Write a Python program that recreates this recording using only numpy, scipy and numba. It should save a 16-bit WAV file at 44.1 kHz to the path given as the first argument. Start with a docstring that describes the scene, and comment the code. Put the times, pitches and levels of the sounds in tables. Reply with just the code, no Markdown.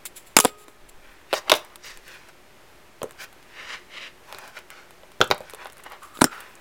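"""Grit ticks and fingers brush right at the microphone, then a small camera knocks down on a workshop floor.
Beside it a wooden panel is lifted, dragged, turned and dropped; then the camera is picked up.
Blows ring the resonances of the case or the panel, grit snaps under the panel's edge, and hands and
edges scrape in tiny slips. The case is close and nearly dry; the panel carries into the hushed room."""
import sys
import numpy as np
from scipy import signal
from scipy.fft import rfft, irfft
from scipy.io import wavfile
from scipy.ndimage import uniform_filter1d
from numba import njit

SR = 44100
rng = np.random.default_rng(int(sys.argv[2]) if len(sys.argv) > 2 else 0)


def dump(signal):
    """Clip the signal to [-1, 1] and save it as 16-bit WAV at the path in sys.argv[1]."""
    limited = np.clip(np.atleast_2d(signal).T, -1, 1)
    pcm = np.round(limited * 32767).astype(np.int16)
    wavfile.write(sys.argv[1], SR, pcm)


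N = 291091

# Room tone and microphone hiss. Each row: frequency in Hz, relative spectral level in dB.
HUSH_SPECTRUM = [(18, -25), (30, -7), (106, -13), (311, -14), (364, -7.5), (426, -12.5), (2010, -16.5),
                 (4910, -26.5), (14800, -33.5), (16000, -38.5)]
# Faint hum in the room. Each row: pitch in Hz, level in dB.
HUM_LINES = [(360, -67.5), (600, -66)]
# Rumble as the camera settles. Each row: time of full level, rise, hold and fall in seconds, level in dB.
RUMBLE_STROKES = [(.05, .05, .3, .012, -64.5), (.81, 0.044, .27, 0.16, -48.5),
                  (1.89, 0.094, 0.083, 0.21, -50)]
# The loudest grit snaps. Each row: start in seconds, peak in dB, weight of the dull part in dB.
GRIT_SNAPS = [(0.0542, -17.5, -11.5), (1.649, -27.5, -3.5), (1.7579, -22.5, 2.5), (1.9736, -26, 0),
              (2.08, -28, 3), (2.2875, -32.5, -3), (3.094, -39, 2), (3.1093, -25.5, 2), (3.1214, -37, -14),
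              (3.3282, -33.5, 0), (4.3855, -21.5, -0.5), (4.4774, -30, -5), (4.5896, -25, 14),
              (4.7034, -23.5, 3.5), (4.908, -32, 6.5), (5.1185, -33, 8.5), (5.243, -22, -12),
              (5.2755, -29, -11), (5.346, -31, -14), (5.38, -29, -1), (5.498, -22, 4), (5.5474, -23, -3.5),
              (5.6695, -26.5, 2), (5.6998, -29.5, 13), (5.77, -27.5, 8), (5.9208, -25, 9), (6.4051, -24, 0),
              (3.4281, -34.5, 8.5), (5.8032, -34.5, 4), (5.9, -34.5, -5), (6.554, -32, -21.5)]
# Fingers on the case. Each row: time of full level, rise, hold and fall in seconds, level in dB.
FINGER_STROKES = [(.058, 0.0048, 0.0061, 0.023, -32), (.164, .011, 0.014, 0.046, -39.5),
                  (.272, 0.023, .003, 0.058, -51), (.414, .003, 0.023, .005, -31.5),
                  (.466, .005, 0.0041, .05, -37.5), (.586, .026, 0.056, 0.0093, -53),
                  (.684, .007, .003, .07, -54), (.894, 0.0095, 0.0027, 0.0071, -43.5),
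                  (6.03, 0.028, 0.029, 0.1, -55), (6.15, 0.024, 0.083, .005, -51)]
# Resonances of skin on plastic, the case and the panel. Each row: centre in Hz, width in Hz, gain in dB.
FINGER_MODES = [(3500, 3000, -4), (7500, 700, 1.5), (9700, 1200, -2), (12300, 3000, -16.5)]
CASE_MODES = [(402, 95, 3.5), (986, 100, -7), (2258, 110, -6), (2670, 200, -12.5), (3330, 47, -17),
              (3400, 67, -24), (3680, 10, -7), (5060, 120, -4.5), (5610, 130, -5), (7120, 270, 0.5),
              (8440, 54, -12.5), (7660, 36, -20), (9000, 40, -28.5), (8840, 25, -8.5), (9950, 230, -2.5),
              (10600, 89, -24.5), (10670, 52, -6.5), (12500, 220, -25.5), (13400, 120, -15.5),
              (13800, 67, -25)]
PANEL_MODES = [(366, 79, 39), (608, 450, -6), (1016, 8.7, 3.5), (1435, 8.8, 9), (2410, 260, 10),
               (2830, 60, -32), (3400, 240, -24), (3480, 31, 3), (3950, 78, -11), (5470, 74, -41),
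               (5550, 23, 1.5), (5300, 100, -22), (5970, 66, -22), (7150, 48, 6), (9000, 110, -73),
               (10100, 180, -55), (10700, 350, -19), (11700, 270, -9)]
# Blows on the case and on the panel. Each row: start in seconds, levels of thud, body, crack and fizz
# in dB, thud pitch in Hz, weight of the thud's deep part in dB.
CASE_BLOWS = [(0.366, -10, -7.5, -8.5, -5, 360, -27), (0.37, -44.5, -21.5, -15, -18, 345, -6.5),
              (0.387, -19, -16.5, -17, -10.5, 598, -20.5), (0.391, -21, -30.5, -28, -31, 298, -17),
              (0.4, -42, -21.5, -22, -14, 460, -24.5), (0.405, -35, -46, -23, -17, 580, -20),
              (0.441, -30, -54, -35.5, -32, 604, -16), (0.448, -15, -22, -50, -17, 495, -7),
              (0.452, -13, -42, -21, -38, 388, -34.5), (0.456, -16.5, -52, -46, -47, 424, -12),
              (6.171, -49, -46, -44, -61, 339, -21), (6.189, -39.5, -43, -62, -49, 278, -17),
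              (6.21, -37, -27, -29, -39, 199, -18), (6.2135, -43, -21, -30, -28, 250, -27),
              (6.217, -7, -17, -22, -17, 298, -29), (6.241, -14, -19, -16, -13.5, 270, -24)]
PANEL_BLOWS = [(0.681, -45.5, -47, -50.5, -53, 337, -21), (1.328, -22.5, -23, -24.5, -37.5, 398, -20),
               (1.334, -20, -24, -25, -38, 573, -19), (1.339, -45, -24, -29, -34, 550, -25.5),
               (1.496, -33, -25, -17, -27.5, 390, -29), (1.4995, -31, -22.5, -20, -29, 425, -30),
               (1.517, -12, -11, -6.5, -17.5, 635, -15.5), (1.526, -18, -20.5, -29, -42, 386, -26),
               (1.538, -28, -27, -22, -30, 380, -18), (3.017, -30.5, -38.5, -40.5, -56, 504, -24),
               (3.030, -30, -33, -51, -37, 574, -5.5), (3.04, -27, -49, -55, -59, 466, -24.5),
               (4.325, -46.5, -38, -40, -46.5, 569, -19.5), (4.346, -43.5, -46, -41.5, -51, 363, 0.5),
               (5.033, -47, -52, -54, -69.5, 554, -18), (5.205, -19.5, -30.5, -42, -52, 405, -5),
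               (5.213, -22, -12, -14, -32, 395, -9), (5.221, -23.5, -34, -37, -51, 490, -1),
               (5.303, -25, -44, -44, -41.5, 393, -2), (5.311, -22.5, -15, -17, -32, 420, -24),
               (5.320, -26, -26, -40, -60, 552, 3), (5.405, -34.5, -60, -61, -53, 535, -5),
               (5.535, -38, -41, -45.5, -47, 452, -40), (5.656, -42, -35.5, -45, -55, 523, -14)]
# The edges of those four bands, in Hz.
BAND_EDGES_HZ = [60, 600, 1900, 5000, 16000]
# Thin tones that linger in the case. Each row: pitch in Hz, relative level in dB, seconds to fall 60 dB.
RING_TONES = [(417.3, -3.5, 1.1), (1253, 1.5, 0.99), (2499, -7.5, .6), (3870, -5, 0.087), (7600, -2, 0.16),
              (8100, -5.5, 0.1)]
# The blows that start them. Each row: start in seconds, gain of the low and of the high tones in dB.
RING_STRIKES = [(.367, -30, -36), (.401, -51, -37.5), (.452, -40, -31.5), (6.242, -48, -34)]
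# Edges and palms dragging over wood. Each row: time of full level, rise, hold and fall in seconds,
# level in dB, grit and hiss in dB relative to it, contact resonance in Hz.
DRAG_STROKES = [(.47, .008, 0.024, .012, -41, -12, -22, 3300),
                (1.05, 0.075, 0.076, 0.21, -54, -26, -12, 1600),
                (1.314, 0.027, 0.0037, 0.025, -42, -21, -13, 2200),
                (1.343, 0.0062, 0.04, 0.023, -30.5, -5, -11.5, 1190),
                (1.41, 0.0054, .003, 0.04, -47, -14, -12, 885),
                (1.486, 0.04, 0.0025, 0.0085, -31, -22, -22, 696),
                (1.55, 0.0021, .003, 0.043, -32, -3, 1.5, 755),
                (1.646, .1, .003, 0.1, -45.5, -13.5, -17, 890),
                (1.735, 0.067, .005, .015, -49.5, -26.5, -17, 1080),
                (1.848, 0.027, 0.046, 0.11, -39.5, -4, -14, 1820),
                (2.086, 0.1, 0.064, 0.11, -45.5, -9, -11.5, 1720),
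                (2.29, 0.1, .005, 0.041, -47.5, -11, -17, 1240),
                (3.06, .006, .003, .045, -54, -30, -14, 650),
                (3.116, 0.04, .003, 0.083, -54, -18, -20, 1070),
                (3.209, 0.03, .034, 0.018, -36, -7, -10.5, 1610),
                (3.6, 0.074, 0.0078, 0.1, -37.5, -28, -33, 1720),
                (3.733, 0.19, 0.0066, 0.065, -33.5, -12, -29, 1810),
                (3.95, .07, .12, 0.047, -39, -25, -40, 2400),
                (4.306, 0.12, 0.19, 0.044, -44, -12.5, -16, 930),
                (4.572, 0.047, 0.0069, 0.045, -38, -11.5, -18, 1460),
                (4.71, .006, 0.09, 0.086, -47, -12, -26.5, 1340),
                (5.235, .006, .003, 0.042, -46, -18, -5, 830),
                (5.335, .006, .003, 0.046, -50, -11, -18, 1100),
                (5.413, .035, .003, .07, -42, -27, -18, 684),
                (5.46, .05, 0.065, 0.092, -50.5, -11.5, -20, 1420),
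                (5.621, 0.076, 0.0034, 0.085, -36.5, -24, -24, 1070),
                (5.797, .04, 0.0043, 0.017, -46.5, -19, -16, 1080),
                (5.865, 0.03, 0.0044, 0.019, -35, -38, -27, 1020),
                (5.925, 0.057, .003, 0.071, -36.5, -29, -28, 1020),
                (6.322, 0.027, 0.0046, 0.32, -38.5, -19, -14.5, 1200)]
# A palm on the case. Each row: time of full level, rise, hold and fall in seconds, level in dB,
# pitch in Hz.
PALM_STROKES = [(.56, 0.029, .045, .015, -53, 426), (6.028, 0.014, .003, 0.16, -40, 1215),
                (6.162, 0.035, 0.0038, .005, -43.5, 1230), (6.268, 0.0051, .003, 0.033, -35.5, 1360),
                (6.32, 0.056, 0.067, 0.059, -40, 1340)]

BLOW_SAMPLES = 8192


def undb(db):
    """Gain of a level in dB."""
    return 10 ** (np.asarray(db) / 20)


def unit(x):
    """Scaled to rms 1."""
    return x / np.sqrt(np.mean(x ** 2))


def mode(f, hz, width_hz):
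    """Response of one resonance, gain 1 at its centre."""
    return 1j * f * width_hz / (hz ** 2 - f ** 2 + 1j * f * width_hz)


def add(track, start_s, sound):
    """Mix a short sound into the track."""
    i = int(start_s * SR)
    track[i:i + len(sound)] += sound[:N - i]


def through(x, modes, passes=1):
    """A long signal through resonances given as (Hz, width in Hz, dB), once or several times over."""
    f = np.fft.rfftfreq(N, 1 / SR)
    response = sum(undb(db) * mode(f, hz, width) for hz, width, db in modes)
    return irfft(rfft(x) * response ** passes, N)


@njit
def sweep(x, hz, damping):
    """State-variable band-pass whose centre moves."""
    out, band, low = np.empty(len(x)), 0., 0.
    for i in range(len(x)):
        g = np.tan(np.pi * hz[i] / SR)
        v = (band + g * (x[i] - low)) / (1 + g * (g + damping))
        band, low = 2 * v - band, low + 2 * g * v
        out[i] = damping * v
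    return out


def walk(per_s):
    """A glide between random values; spread near 1."""
    step = int(SR / per_s)
    return uniform_filter1d(np.repeat(rng.standard_normal(N // step + 1), step), step)[:N]


def friction(spread_db, per_s):
    """Dense slips of uneven size over a fine, fluttering hiss."""
    slips = (rng.random(N) < per_s / SR) * undb(spread_db * rng.exponential(size=N))
    return rng.standard_normal(N) * (1 + 0.43 * unit(slips)) * undb(2.2 * walk(80))


def stroke(full_s, rise_s, hold_s, fall_s, level_db):
    """Gain of one stroke: it swells 20 dB in rise_s, holds, and dies away 20 dB in fall_s."""
    t = np.arange(N) / SR
    away = np.maximum((full_s - t) / rise_s, 0) + np.maximum((t - full_s - hold_s) / fall_s, 0)
    return undb(level_db - 20 * np.minimum(away, 10))


def strokes(table):
    """Gain of all strokes together, and each stroke's share of the power over time."""
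    powers = np.array([stroke(*row[:5]) for row in table]) ** 2
    total = powers.sum(axis=0)
    return np.sqrt(total), powers / total


def room_tone(level_db=-52.5):
    """Room noise and microphone hiss that swell a little, with a faint wavering hum."""
    f, t = np.fft.rfftfreq(N, 1 / SR), np.arange(N) / SR
    points_hz, points_db = np.transpose(HUSH_SPECTRUM)
    colour = undb(np.interp(np.log(f + 1), np.log(points_hz), points_db))
    noise = unit(irfft(rfft(rng.standard_normal(N)) * colour, N))
    hum = sum(undb(db + 3.0 * walk(19)) * np.sin(2 * np.pi * hz * t) for hz, db in HUM_LINES)
    return noise * undb(level_db + 0.49 * walk(4.6)) + hum


def handling_rumble():
    """Deep handling noise at the microphone while the camera settles."""
    gain, _ = strokes(RUMBLE_STROKES)
    return gain * unit(through(rng.standard_normal(N), [(12, 18, 0)], passes=2))


def grit_ticks(decay_s=0.00024, tail_s=0.0045):
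    """Grit snaps under the panel's edge: a bright, sharp tick with a duller part below."""
    out, f, t = np.zeros(N), np.fft.rfftfreq(512, 1 / SR), np.arange(512) / SR
    envelope = np.exp(-t / decay_s) + 0.23 * np.exp(-t / tail_s)
    # fainter snaps as the dropped panel is pushed into place
    faint = [(rng.uniform(5.25, 6.2), -32.5 + 0.5 * rng.standard_normal(), -5) for _ in range(10)]
    for start_s, peak_db, dull_db in GRIT_SNAPS + faint:
        colour = mode(f, 8100, 7000) ** 2 + undb(dull_db) * 3 * mode(f, 1360, 1500)
        snap = irfft(rfft(rng.standard_normal(len(t)) * envelope) * colour)
        add(out, start_s, undb(peak_db) * snap / np.abs(snap).max())
    return out


def finger_brush():
    """Skin slides on plastic right next to the microphone: a bright hiss."""
    gain, _ = strokes(FINGER_STROKES)
    return gain * unit(through(friction(spread_db=2.2, per_s=4900), FINGER_MODES))


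def blows(table, modes, contact_s, deep_hz, loss, thud_loss, snap_db, scatter_db):
    """Each rough contact gives a thud, then damped modes and a broad snap in three higher bands."""
    out, f, t = np.zeros(N), np.fft.rfftfreq(BLOW_SAMPLES, 1 / SR), np.arange(BLOW_SAMPLES) / SR
    hz, width, db = (column[:, None] for column in np.transpose(modes))
    bands = [mode(f, np.sqrt(lo * hi), 1.08 * (hi - lo)) ** 3 / (1 + (1.1 * lo / (f + 1)) ** 4)
             for lo, hi in zip(BAND_EDGES_HZ[1:], BAND_EDGES_HZ[2:])]
    # a short push that swells and dies, then a faint rattle as the contact settles
    rise = t / contact_s
    push = rise ** 2 * np.exp(-2 * rise)
    rattle = undb(-28.5) * (1 - np.exp(-rise)) * np.exp(-t / 0.0084)
    for start_s, *levels_db, thud_hz, deep_db in table:
        rough = rng.standard_normal(BLOW_SAMPLES) * (push + rattle)
        # one clean impact at the height of the push
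        impact = 0.65 * np.sqrt(np.sum(rough ** 2)) * np.exp(-2j * np.pi * f * contact_s)
        # grip and contact point change pitch and strength of every mode; hands and floor damp them
        size, detune, polarity = rng.standard_normal((3, len(modes), 1))
        strength = undb(db + scatter_db * size) * np.sign(polarity)
        struck = strength * mode(f, hz * (1 + 0.034 * detune), width + loss * hz)
        knock = (impact + rfft(rough)) * (struck.sum(axis=0) + undb(snap_db))
        deep = undb(deep_db) * mode(f, deep_hz, 1.06 * deep_hz)
        thud = (impact + 0.39 * rfft(rough)) * (mode(f, thud_hz, thud_loss * thud_hz) ** 2 + deep)
        for level_db, spectrum in zip(levels_db, [thud] + [knock * band for band in bands]):
            sound = irfft(spectrum)
            rms = np.sqrt(np.sum(sound ** 2) / (SR / 100))  # as if all its energy fell within 10 ms
            add(out, start_s, undb(level_db) * sound / rms)
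    return out


def case_knocks():
    """The camera is set down and picked up: dead thuds and clacks in the case around the microphone."""
    return blows(CASE_BLOWS, CASE_MODES, contact_s=0.0011, deep_hz=130,
                 loss=0.045, thud_loss=1.7, snap_db=-11, scatter_db=4)


def case_ring(split_hz=3000):
    """Thin tones ring on inside the case after the hardest blows."""
    out, t = np.zeros(N), np.arange(3 * BLOW_SAMPLES) / SR
    for start_s, low_db, high_db in RING_STRIKES:
        for hz, db, t60 in RING_TONES:
            struck_db = low_db if hz < split_hz else high_db
            add(out, start_s, undb(struck_db + db - 60 * t / t60) * np.sin(2 * np.pi * hz * t))
    return out


def panel_drag(echo_s=0.0012, echo_db=-8):
    """Slips pass a moving contact resonance and set the panel going; finer slips add grit and hiss."""
    gain, shares = strokes(DRAG_STROKES)
    grit_db, hiss_db, contact_hz = np.transpose(DRAG_STROKES)[5:]
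    slips = friction(spread_db=1.5, per_s=2500)
    contact = sweep(slips, contact_hz @ shares, damping=1.0)
    ringing = through(contact, [(hz, width, 0) for hz, width, _ in PANEL_MODES])
    wood = unit(through(unit(contact) + undb(-13) * unit(ringing), [(1230, 3550, 0)], passes=2))
    grit = unit(through(friction(spread_db=0.76, per_s=3000), [(5000, 4200, 0)], passes=3))
    grit *= np.sqrt(undb(grit_db) ** 2 @ shares)
    hiss = unit(through(friction(spread_db=1.2, per_s=5000), [(9800, 15000, 0)], passes=2))
    hiss *= np.sqrt(undb(hiss_db) ** 2 @ shares)
    boom = unit(through(through(slips, PANEL_MODES[1:2]), [(520, 480, 0)]))
    direct = wood + grit + hiss + undb(-10) * boom
    # the floor's echo, which wanders as the panel turns, combs the scrape into bands
    samples = np.arange(N)
    lag = SR * echo_s * (1 + 0.17 * np.sin(2 * np.pi * 0.4543 * samples / SR))
    echo = np.interp(samples - lag, samples, direct)
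    return gain * (direct + undb(echo_db) * echo) / np.hypot(1, undb(echo_db))


def palm_rub():
    """A palm resting or closing on the case rubs one of its thin modes into a narrow tone."""
    gain, shares = strokes(PALM_STROKES)
    pitch_hz = np.transpose(PALM_STROKES)[-1] @ shares
    return gain * unit(sweep(friction(spread_db=3.0, per_s=640), pitch_hz, damping=0.081))


def panel_knocks():
    """The wooden panel is knocked and dropped beside the camera: pitched thuds and short wooden rings."""
    return blows(PANEL_BLOWS, PANEL_MODES, contact_s=0.000978, deep_hz=150,
                 loss=0.09, thud_loss=0.48, snap_db=-3, scatter_db=1.5)


def workshop_reverb(x, t60_s=0.22, level_db=-16.5, top_hz=2833):
    """The room answers with a short, dull, diffuse tail."""
    t = np.arange(SR // 2) / SR
    tail = signal.lfilter(*signal.butter(1, top_hz, fs=SR), rng.standard_normal(len(t)))
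    tail *= undb(-60 * t / t60_s)
    return undb(level_db) * signal.fftconvolve(x, tail / np.sqrt(np.sum(tail ** 2)))[:N]


def scene():
    """One microphone at floor level: the case sounds nearly dry, the panel also through the room."""
    panel = panel_knocks() + panel_drag()
    case = case_knocks() + case_ring() + finger_brush() + palm_rub() + handling_rumble()
    close = panel + case + grit_ticks()
    return (close + workshop_reverb(panel + undb(-14) * case) + room_tone())[None]


def record(dry, recovery_s=0.51, knee_db=-26.5, top_hz=16200, dc_offset=-0.002):
    """In the camera the gain dips after loud blows, peaks clip, the top is cut, the converter is off zero."""
    keep = np.exp(-1 / (SR * recovery_s))
    power = signal.lfilter([1 - keep], [1, -keep], dry ** 2)
    gain = (1 + power / undb(knee_db) ** 2) ** -0.11
    clipped = np.clip(dry * gain, -0.93, 0.93)
    lowpass = signal.ellip(10, 0.2, 60, top_hz, fs=SR, output="sos")
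    return np.clip(signal.sosfilt(lowpass, clipped) + dc_offset, -1, 1)


dry = scene()
out = record(dry)
dump(out)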